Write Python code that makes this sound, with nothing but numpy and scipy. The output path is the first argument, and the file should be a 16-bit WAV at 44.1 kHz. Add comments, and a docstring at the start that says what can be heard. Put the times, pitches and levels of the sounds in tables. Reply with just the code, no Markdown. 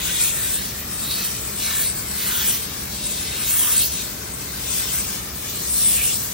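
"""A surge of hiss comes first: a hand-held steam iron sweeps over a large hanging cloth, an arm's length
from a phone. Each push releases a turbulent jet, which resonates in the gap between plate and cloth and
rushes through the weave; between pushes the plate leaks. Workshop machines and ventilation drone
throughout. Condensate spits in the holes, and passing folds rasp."""
import sys
import numpy as np
from scipy import signal
from scipy.fft import rfft, irfft
from scipy.io import wavfile

SR = 44100
rng = np.random.default_rng(int(sys.argv[2]) if len(sys.argv) > 2 else 0)


def master(y):
    """Save y as 16-bit WAV."""
    cut = np.clip(np.atleast_2d(y).T, -1, 1)
    pcm = np.round(cut * 32767)  # scale
    wavfile.write(sys.argv[1], SR, pcm.astype(np.int16))


N = 279153
FRAME, HOP, CUTOFF_HZ = 512, 128, 15800
BINS = np.arange(FRAME // 2 + 1)[:, None] * SR / FRAME  # f/Hz within a frame
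TIMES = np.arange(N // HOP + 2) * HOP / SR  # t/s of the frames
FREQS = np.arange(N // 2 + 1) * SR / N  # f/Hz over the whole signal


def undb(db):
    """Amplitude ratio of a level."""
    return 10 ** (np.asarray(db) / 20)

def unit(x):
    """Normalisation to rms 1."""
    return x / np.sqrt(np.mean(x ** 2))

def shape(gain):
    """Power normalisation: the filter keeps the power of white noise."""
    return gain / np.sqrt(np.mean(gain ** 2, axis=0))

def along_hz(table, hz):
    """Interpolation of columns in log frequency."""
    points, *columns = np.transpose(table)
    return [np.interp(np.log(hz + 1), np.log(points), c) for c in columns]

def along_time(table):
    """Interpolation of columns at every frame."""
    t, *columns = np.transpose(table)
    return [np.interp(TIMES, t, c) for c in columns]

def colour(table, hz=BINS):
    """Spectral envelope as a gain."""
    return undb(along_hz(table, hz)[0])

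def walk(per_s, t=TIMES):
    """Random fluctuation: values joined by lines, spread near 1."""
    return np.sqrt(3 / 2) * np.interp(t * per_s, np.arange(2048), rng.standard_normal(2048))

def resonance(centre_hz, width_hz, boost_db):
    """Resonance peak, Lorentzian in level."""
    return undb(boost_db / (1 + (2 * (BINS - centre_hz) / width_hz) ** 2))


# pushes of the iron: start t/s, length/s, attack/s, release/s, widest gap at/share of length,
# then level/dB at the widest gap of jet, rush, sizzle, top hiss
PUSHES = [(0.005, 0.18, 0.088, 0.1, 0.55, -27, -32.5, -36, -29.5),
          (0.174, 0.14, 0.063, 0.05, 0.6, -28, -33.5, -26, -33),
          (0.318, 0.24, 0.05, 0.08, 0.42, -34.5, -35, -28, -30),
          (0.515, 0.21, 0.055, 0.066, 0.5, -34.5, -37, -32, -37),
          (1.03, 0.083, 0.087, 0.05, 0.6, -32, -49, -37, -30),
          (1.099, 0.063, 0.019, 0.045, 0.49, -25.5, -40, -29, -40),
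          (1.148, 0.135, 0.05, 0.058, 0.37, -30, -33.5, -29.5, -29),
          (1.595, 0.3, 0.05, 0.061, 0.51, -29.5, -32.5, -29, -30),
          (2.186, 0.4, 0.18, 0.11, 0.48, -28.5, -30.5, -27.5, -25.5),
          (3.096, 0.4, 0.088, 0.091, 0.7, -36.5, -37, -32.5, -53),
          (3.443, 0.38, 0.25, 0.051, 0.54, -28, -31, -20.5, -22.5),
          (3.804, 0.07, 0.03, 0.054, 0.51, -24, -29, -24.5, -22),
          (3.893, 0.16, 0.095, 0.1, 0.39, -33.5, -50, -28.5, -35),
          (4.673, 0.37, 0.15, 0.12, 0.75, -29, -37.5, -27.5, -29),
          (5.06, 0.12, 0.12, 0.1, 0.41, -31, -50, -30, -35),
          (5.42, 0.33, 0.15, 0.12, 0.62, -34, -49, -36, -35),
          (5.732, 0.42, 0.06, 0.066, 0.69, -29.7, -31, -20, -29),
          (6.14, 0.07, 0.05, 0.06, 0.5, -34, -44, -27, -27),
          (6.21, 0.07, 0.06, 0.1, 0.5, -38, -51, -37, -26)]
def surges():
    """Throttling: a closing gap hisses harder and chokes the rush. 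Powers of jet, rush, sizzle, top."""
    slowness = np.array([1.2, 1.9, 1.1, 0.94])[:, None]  # multiplies attack and release
    choke_db = (1.5, -4.5, 3.5, -0.5)
    power = 1e-12
    for start, length, attack, release, widest, *levels_db in PUSHES:
        age = TIMES - start
        swell = (1 + np.tanh(2 * age / (attack * slowness))) / 2
        fade = (1 - np.tanh(2 * (age - length) / (release * slowness))) / 2
        opening = np.exp(-np.abs((age / length - widest) / 0.31) ** 1.5)
        throttled_db = np.array(levels_db)[:, None] + np.outer(choke_db, 1 - opening)
        power = power + (swell * fade * undb(throttled_db)) ** 2
    return power

# leak, set by how the iron lies on the cloth: t/s, level/dB of jet, seepage, sizzle
LEAK_LEVELS = [(0, -40, -37.5, -27), (0.61, -33, -47, -29.5), (0.82, -35, -41, -34.5),
               (1.03, -33, -39.5, -30.5), (1.37, -35, -39.5, -31), (2.12, -34.5, -40, -30),
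               (2.66, -33.5, -42.5, -34.5), (2.88, -36, -41.5, -33.5), (3.04, -31, -47.5, -26),
               (3.38, -35.5, -42, -38), (3.95, -32, -43.5, -37), (4.28, -37.5, -42, -36),
               (4.6, -34.5, -40.5, -33), (5.29, -37, -41.5, -38), (5.81, -35.5, -43, -32),
               (6.33, -33.5, -42, -34)]
# top hiss of the leak: t/s, level/dB
LEAK_TOP_LEVELS = [(1.5, -34.5), (4.3, -37)]
def leak():
    """Leakage flow: steam always escapes. Wandering powers of jet, seepage, sizzle, top."""
    levels_db = along_time(LEAK_LEVELS) + along_time(LEAK_TOP_LEVELS)
    return [undb(db + walk(per_s=14)) ** 2 for db in levels_db]

def hand_sway():
    """Detuning: the unsteady hand shifts a resonance by about 0.9 %."""
    return np.exp(0.009 * walk(per_s=9))

# modes of the gap: t/s, hollow f/Hz, boost/dB, whistle f/Hz, boost/dB
GAP_MODES = [(0, 1810, 5, 3450, 9), (0.2, 1900, 2, 3480, 9.5), (0.3, 1620, 4, 3550, 7),
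             (0.36, 1680, 13, 3900, 5), (0.68, 1870, 21, 3950, 6), (0.85, 1800, 2, 4100, 4),
             (0.99, 1900, 0, 3800, 7), (1.09, 2500, 0, 4060, 12), (1.125, 2500, 0, 4200, 19),
             (1.2, 2100, 0, 4200, 10), (1.29, 2500, 2, 4000, 2), (1.5, 2700, 3, 4300, 0),
             (1.6, 2720, 4, 3900, 4), (1.66, 1900, 4, 3850, 6), (1.73, 1680, 3, 3800, 10),
             (1.83, 1790, 8, 3900, 7), (1.9, 2300, 10, 5000, 9), (2.0, 1900, 2, 4600, 5),
             (2.19, 2530, 3, 4440, 4), (2.26, 1650, 3, 3970, 5), (2.35, 1480, 5, 3500, 7),
             (2.42, 1600, 7, 3300, 7), (2.5, 1750, 7, 3100, 5), (2.58, 2300, 4, 3100, 3.5),
             (2.97, 2400, 1, 4200, 3), (3.15, 2300, 7, 3750, 7), (3.4, 2150, -6, 3920, 10),
             (3.53, 1650, -8, 3400, 4), (3.64, 1490, 0, 3000, 9), (3.75, 1600, -2, 3380, 5),
             (3.825, 3000, 0, 3980, 13), (3.87, 4200, 5, 5200, 1), (3.95, 3300, 0, 3500, 4.5),
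             (4.2, 2000, 0, 4820, 1.5), (4.7, 2400, 0, 3600, 4.5), (4.93, 1650, 0, 3600, 0.5),
             (5.55, 2600, 0, 3500, 3.5), (5.75, 5000, 8, 5900, 0), (5.82, 3950, 5, 5600, 3),
             (5.9, 3300, 6, 5100, 4), (5.96, 2750, 5, 4300, 0), (6.01, 2460, 9, 3400, 3),
             (6.1, 2630, 6, 3300, 0), (6.18, 4400, 2, 6200, 5), (6.33, 2500, 0, 5000, -5)]
def gap():
    """Cavity resonance: the hollow tone falls as the gap opens and climbs as it closes."""
    hollow_hz, hollow_db, whistle_hz, whistle_db = along_time(GAP_MODES)
    sway = hand_sway()
    return sway * hollow_hz, hollow_db, sway * whistle_hz, whistle_db

# jet spectrum: f/Hz, relative level/dB
JET_SPECTRUM = [(900, -22), (1800, -15.5), (2600, -2.5), (3600, -2.5), (4800, -2), (5600, 0.5), (6400, 0.9),
                (7200, -2.5), (9000, -13.5), (12000, -12), (16000, -33)]
def jet(hollow_hz, whistle_hz, whistle_db, freedom):
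    """Jet noise filtered by the gap: its sliding low edge makes each stroke swish."""
    edge = 1 / np.hypot(1, (0.74 * hollow_hz / (BINS + 1)) ** 4)
    whistle = resonance(whistle_hz, 0.32 * whistle_hz, whistle_db)
    overtone = resonance(1.92 * whistle_hz, 0.2 * whistle_hz, 0.47 * whistle_db)
    smother = resonance(2800, width_hz=750, boost_db=-4.5 * (1 - freedom))  # cloth damps a weak jet
    return shape(colour(JET_SPECTRUM) * edge * whistle * overtone * smother)

def weave_band(centre_hz, sharpness):
    """Band-pass response: the low body of the hiss, broad with steep sides."""
    ratio = (BINS + 1) / centre_hz
    return 1 / np.hypot(1, (sharpness * (ratio - 1 / ratio)) ** 2)

def rush(hollow_hz, hollow_db):
    """Flow-induced flutter: steam is forced through the weave and rings in the gap."""
    ring = resonance(hollow_hz, 0.2 * hollow_hz, hollow_db)
    return undb(walk(per_s=60)) * shape(weave_band(hollow_hz, sharpness=1.52) * ring)

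# sizzle spectrum: f/Hz, relative level/dB
SIZZLE_SPECTRUM = [(6000, -22.5), (7200, -6), (8000, -0.5), (8600, 2), (9400, -1.5), (10300, 2),
                   (11200, -32), (12500, -21), (15000, -31)]
def sizzle(power):
    """Orifice resonance: the holes ring higher in a harder sizzle. Its level flickers at random."""
    hole_hz = hand_sway() * np.interp(10 * np.log10(power), [-26, -10], [8280, 9300])
    flicker_db = 1.7 * walk(per_s=32)
    ring = resonance(hole_hz + 170 * walk(per_s=12), width_hz=1600, boost_db=6)
    return undb(flicker_db) * shape(colour(SIZZLE_SPECTRUM) * ring)

# top hiss spectrum: f/Hz, relative level/dB
TOP_SPECTRUM = [(8600, -23.5), (9500, -8.5), (11300, 0.5), (12300, -3.5), (13400, -1), (14400, -3.5),
                (15400, 2.5), (16000, -6)]
def top_hiss():
    """Random amplitude modulation: the finest treble flickers."""
    return undb(walk(per_s=30)) * shape(colour(TOP_SPECTRUM) * (BINS < CUTOFF_HZ + SR / FRAME))

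def eddies(per_s, depth_db, bands=28):
    """Turbulence: each band fluctuates independently."""
    centres = np.geomspace(800, 16000, bands)
    share = np.array([np.interp(BINS[:, 0], centres, row) for row in np.eye(bands)]).T
    return undb(depth_db * share @ np.array([walk(per_s) for _ in centres]))

def echo_comb(lag_ms, sway, strength, per_s):
    """Interference of the hiss with its reflection: the notches slide as the hand moves."""
    lag = lag_ms / 1000 * np.exp(sway * walk(per_s))
    return np.abs(1 + strength * np.exp(2j * np.pi * BINS * lag)) / np.hypot(1, strength)

def wet_noise(drops_per_s=1500, spread_db=2.5, drops_db=-6):
    """Shot noise of bursting droplets in white turbulence; two independent signals."""
    size = undb(spread_db * np.minimum(rng.exponential(size=(2, N)), 5))
    drops = (rng.random((2, N)) < drops_per_s / SR) * size * rng.choice([-1, 1], (2, N))
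    return unit(rng.standard_normal((2, N)) + undb(drops_db) * unit(drops))

def at_ports(pair, path):
    """Partial coherence: a common and an unrelated signal mix at the two microphone ports."""
    lead, balance_db, coherence = along_hz(path, FREQS)
    alike = np.clip(coherence, 0, .995)
    common, apart = rfft(pair) * np.sqrt([1 + alike, 1 - alike]) / np.sqrt(2)
    side = np.array([[1], [-1]])
    gain = shape(undb(side * balance_db / 2)) * np.exp(.5j * side * lead)
    return irfft((common + side * apart) * gain, N)

# paths to the ports: f/Hz, left phase lead/rad, left minus right level/dB, coherence (0-1)
DIRECT_PATH = [(700, 0, 0, 0.6), (1370, -1.1, 3, .85), (1890, -1.8, 0.5, .55), (2300, .3, -1.5, 0.64),
               (3300, 0.47, 2.5, 0.72), (4500, -0.4, -.5, 0.96), (5140, 0.2, -1, 0.26),
               (6360, -1.3, 3.5, .25), (7350, -3.5, 6, 0.64), (8280, -3.5, 3, 0.92), (9200, -3.5, 0, 0.97),
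               (11500, -3.5, .2, 0.66), (12700, -4.5, 0, .52), (14400, -6, 0, .72), (15400, -5.9, 0, .85)]
WALL_PATH = [(60, 0, 0.9, .98), (130, 0, .6, .96), (290, 0, .5, .8), (730, 0.23, 1.5, .27),
             (1300, -0.16, 4.5, 0.36), (1650, -1.5, 5, .15), (2280, 0, 1.5, 0.37), (3300, 1.5, 2.3, .2),
             (4500, 0.94, 2.5, .15), (5700, 1.5, 8, .1), (6900, 1.6, 6, .15), (8040, 3, 6.5, 0.77),
             (9460, 3, 0.1, 0.97), (11540, 2.5, 0, .62), (12700, 1.8, 0, .52), (14400, 0.7, 0, .72),
             (15400, .4, 0, .82)]
# line of sight past arm and cloth: t/s, openness (0-1)
IN_VIEW = [(0, 0.37), (0.6, 0.9), (1.2, 1), (2.45, 1), (2.7, 0.1), (3.15, 0.6), (3.75, 1), (4.05, 0.2),
           (4.85, 0.2), (5.4, 0.13), (6.0, 0.57), (6.33, 0.3)]
def arriving_frames(freedom):
    """Acoustic shadowing: open surges arrive directly, smothered steam by way of the walls."""
    direct, reflected = [signal.stft(at_ports(wet_noise(), path), nperseg=FRAME, noverlap=FRAME - HOP)[2]
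                         for path in (DIRECT_PATH, WALL_PATH)]
    direct_share = along_time(IN_VIEW)[0] * freedom
    return np.sqrt(direct_share) * direct + np.sqrt(1 - direct_share) * reflected

def steam():
    """Source and filter: holes, gap and cloth colour one flow, their bands adding in power."""
    surge_jet, surge_rush, surge_sizzle, surge_top = surges()
    leak_jet, seepage, leak_sizzle, leak_top = leak()
    spit_sizzle, spit_top = spits()
    jet_power = surge_jet + leak_jet
    sizzle_power = surge_sizzle + leak_sizzle + spit_sizzle
    freedom = np.interp(10 * np.log10(jet_power), [-35.5, -30], [0, 1])  # 0 smothered, 1 open
    hollow_hz, hollow_db, whistle_hz, whistle_db = gap()
    power = (jet_power * jet(hollow_hz, whistle_hz, whistle_db, freedom) ** 2
             + surge_rush * rush(hollow_hz, hollow_db) ** 2
             + seepage * shape(weave_band(centre_hz=1580, sharpness=1.27)) ** 2
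             + sizzle_power * sizzle(sizzle_power) ** 2
             + (surge_top + leak_top + spit_top) * top_hiss() ** 2)
    gain = np.sqrt(power) * eddies(per_s=22, depth_db=2) * rasps()
    gain *= echo_comb(lag_ms=1.81, sway=0.069, strength=0.31, per_s=2.5)  # off the arm
    gain *= echo_comb(lag_ms=4.2, sway=0.064, strength=0.48, per_s=1.3)  # off the floor
    return signal.istft(arriving_frames(freedom) * gain, nperseg=FRAME, noverlap=FRAME - HOP)[1][:, :N]

# ventilation spectrum: f/Hz, relative level/dB
VENT_SPECTRUM = [(20, -36), (35, -15), (50, -4.5), (66, 2), (78, -0.5), (88, -7), (115, -2), (165, -5.5),
                 (192, -2.5), (260, -9.5), (295, -9), (340, -12), (750, -17), (4000, -25)]
# tones of motors and fans: f/Hz, level/dB
MOTOR_TONES = [(360.5, -56.5), (418, -57.5), (443, -54.5), (601, -56)]
def workshop():
    """Reverberant field: ventilation rumble and wavering motor tones arrive from the walls."""
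    t = np.arange(N) / SR
    rumble = irfft(rfft(rng.standard_normal((2, N))) * colour(VENT_SPECTRUM, FREQS), N)
    air = undb(-34) * unit(rumble)
    for hz, db in MOTOR_TONES:
        phase = 2 * np.pi * np.cumsum(hz + 2.64 * walk(14, t)) / SR
        air += undb(db + 2 * walk(7, t)) * np.sqrt(2) * np.array([np.sin(phase), np.cos(phase)])
    return at_ports(air, WALL_PATH)

# folds under the plate: t/s, half-length/s, f/Hz, boost/dB
FOLDS = [(0.29, 0.15, 2550, 10), (1.31, 0.035, 3250, 8), (2.41, 0.035, 3300, 6), (3.49, 0.038, 6400, 6.5),
         (0.25, 0.15, 6660, 5)]
def rasps():
    """Transient resonance: steam squeezed through a passing fold rings for a moment."""
    gain = 1
    for t, length, hz, db in FOLDS:
        passing = np.exp(-2 * ((TIMES - t) / length) ** 2)
        gain = gain * resonance(hz, 0.15 * hz, db * passing)
    return gain

# spits of condensate: t/s, half-length/s, level/dB
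CONDENSATE = [(0.252, 0.055, -21), (1.26, 0.04, -27), (1.81, 0.093, -23.5), (2.487, 0.05, -18),
              (4.8, 0.05, -27), (5.77, 0.11, -22), (5.898, 0.097, -20.5), (6.058, 0.04, -23)]
def spits(top_db=-6.5):
    """Two-phase flow: water in the holes adds Gaussian pulses of power to sizzle and top hiss."""
    power = sum((undb(db) * np.exp(-2 * ((TIMES - t) / length) ** 2)) ** 2
                for t, length, db in CONDENSATE)
    return power, power * undb(top_db) ** 2

def scene():
    """Superposition of the iron and the room's drone."""
    return steam() + workshop()

def record(dry):
    """Soft limiting rounds the loudest crackles of the hiss; a low-pass filter cuts the top."""
    rounded = dry / (1 + (dry / .8) ** 4) ** (1 / 4)
    return signal.sosfilt(signal.ellip(12, .1, 80, CUTOFF_HZ, fs=SR, output="sos"), rounded)


dry = scene()
out = record(dry)
master(out)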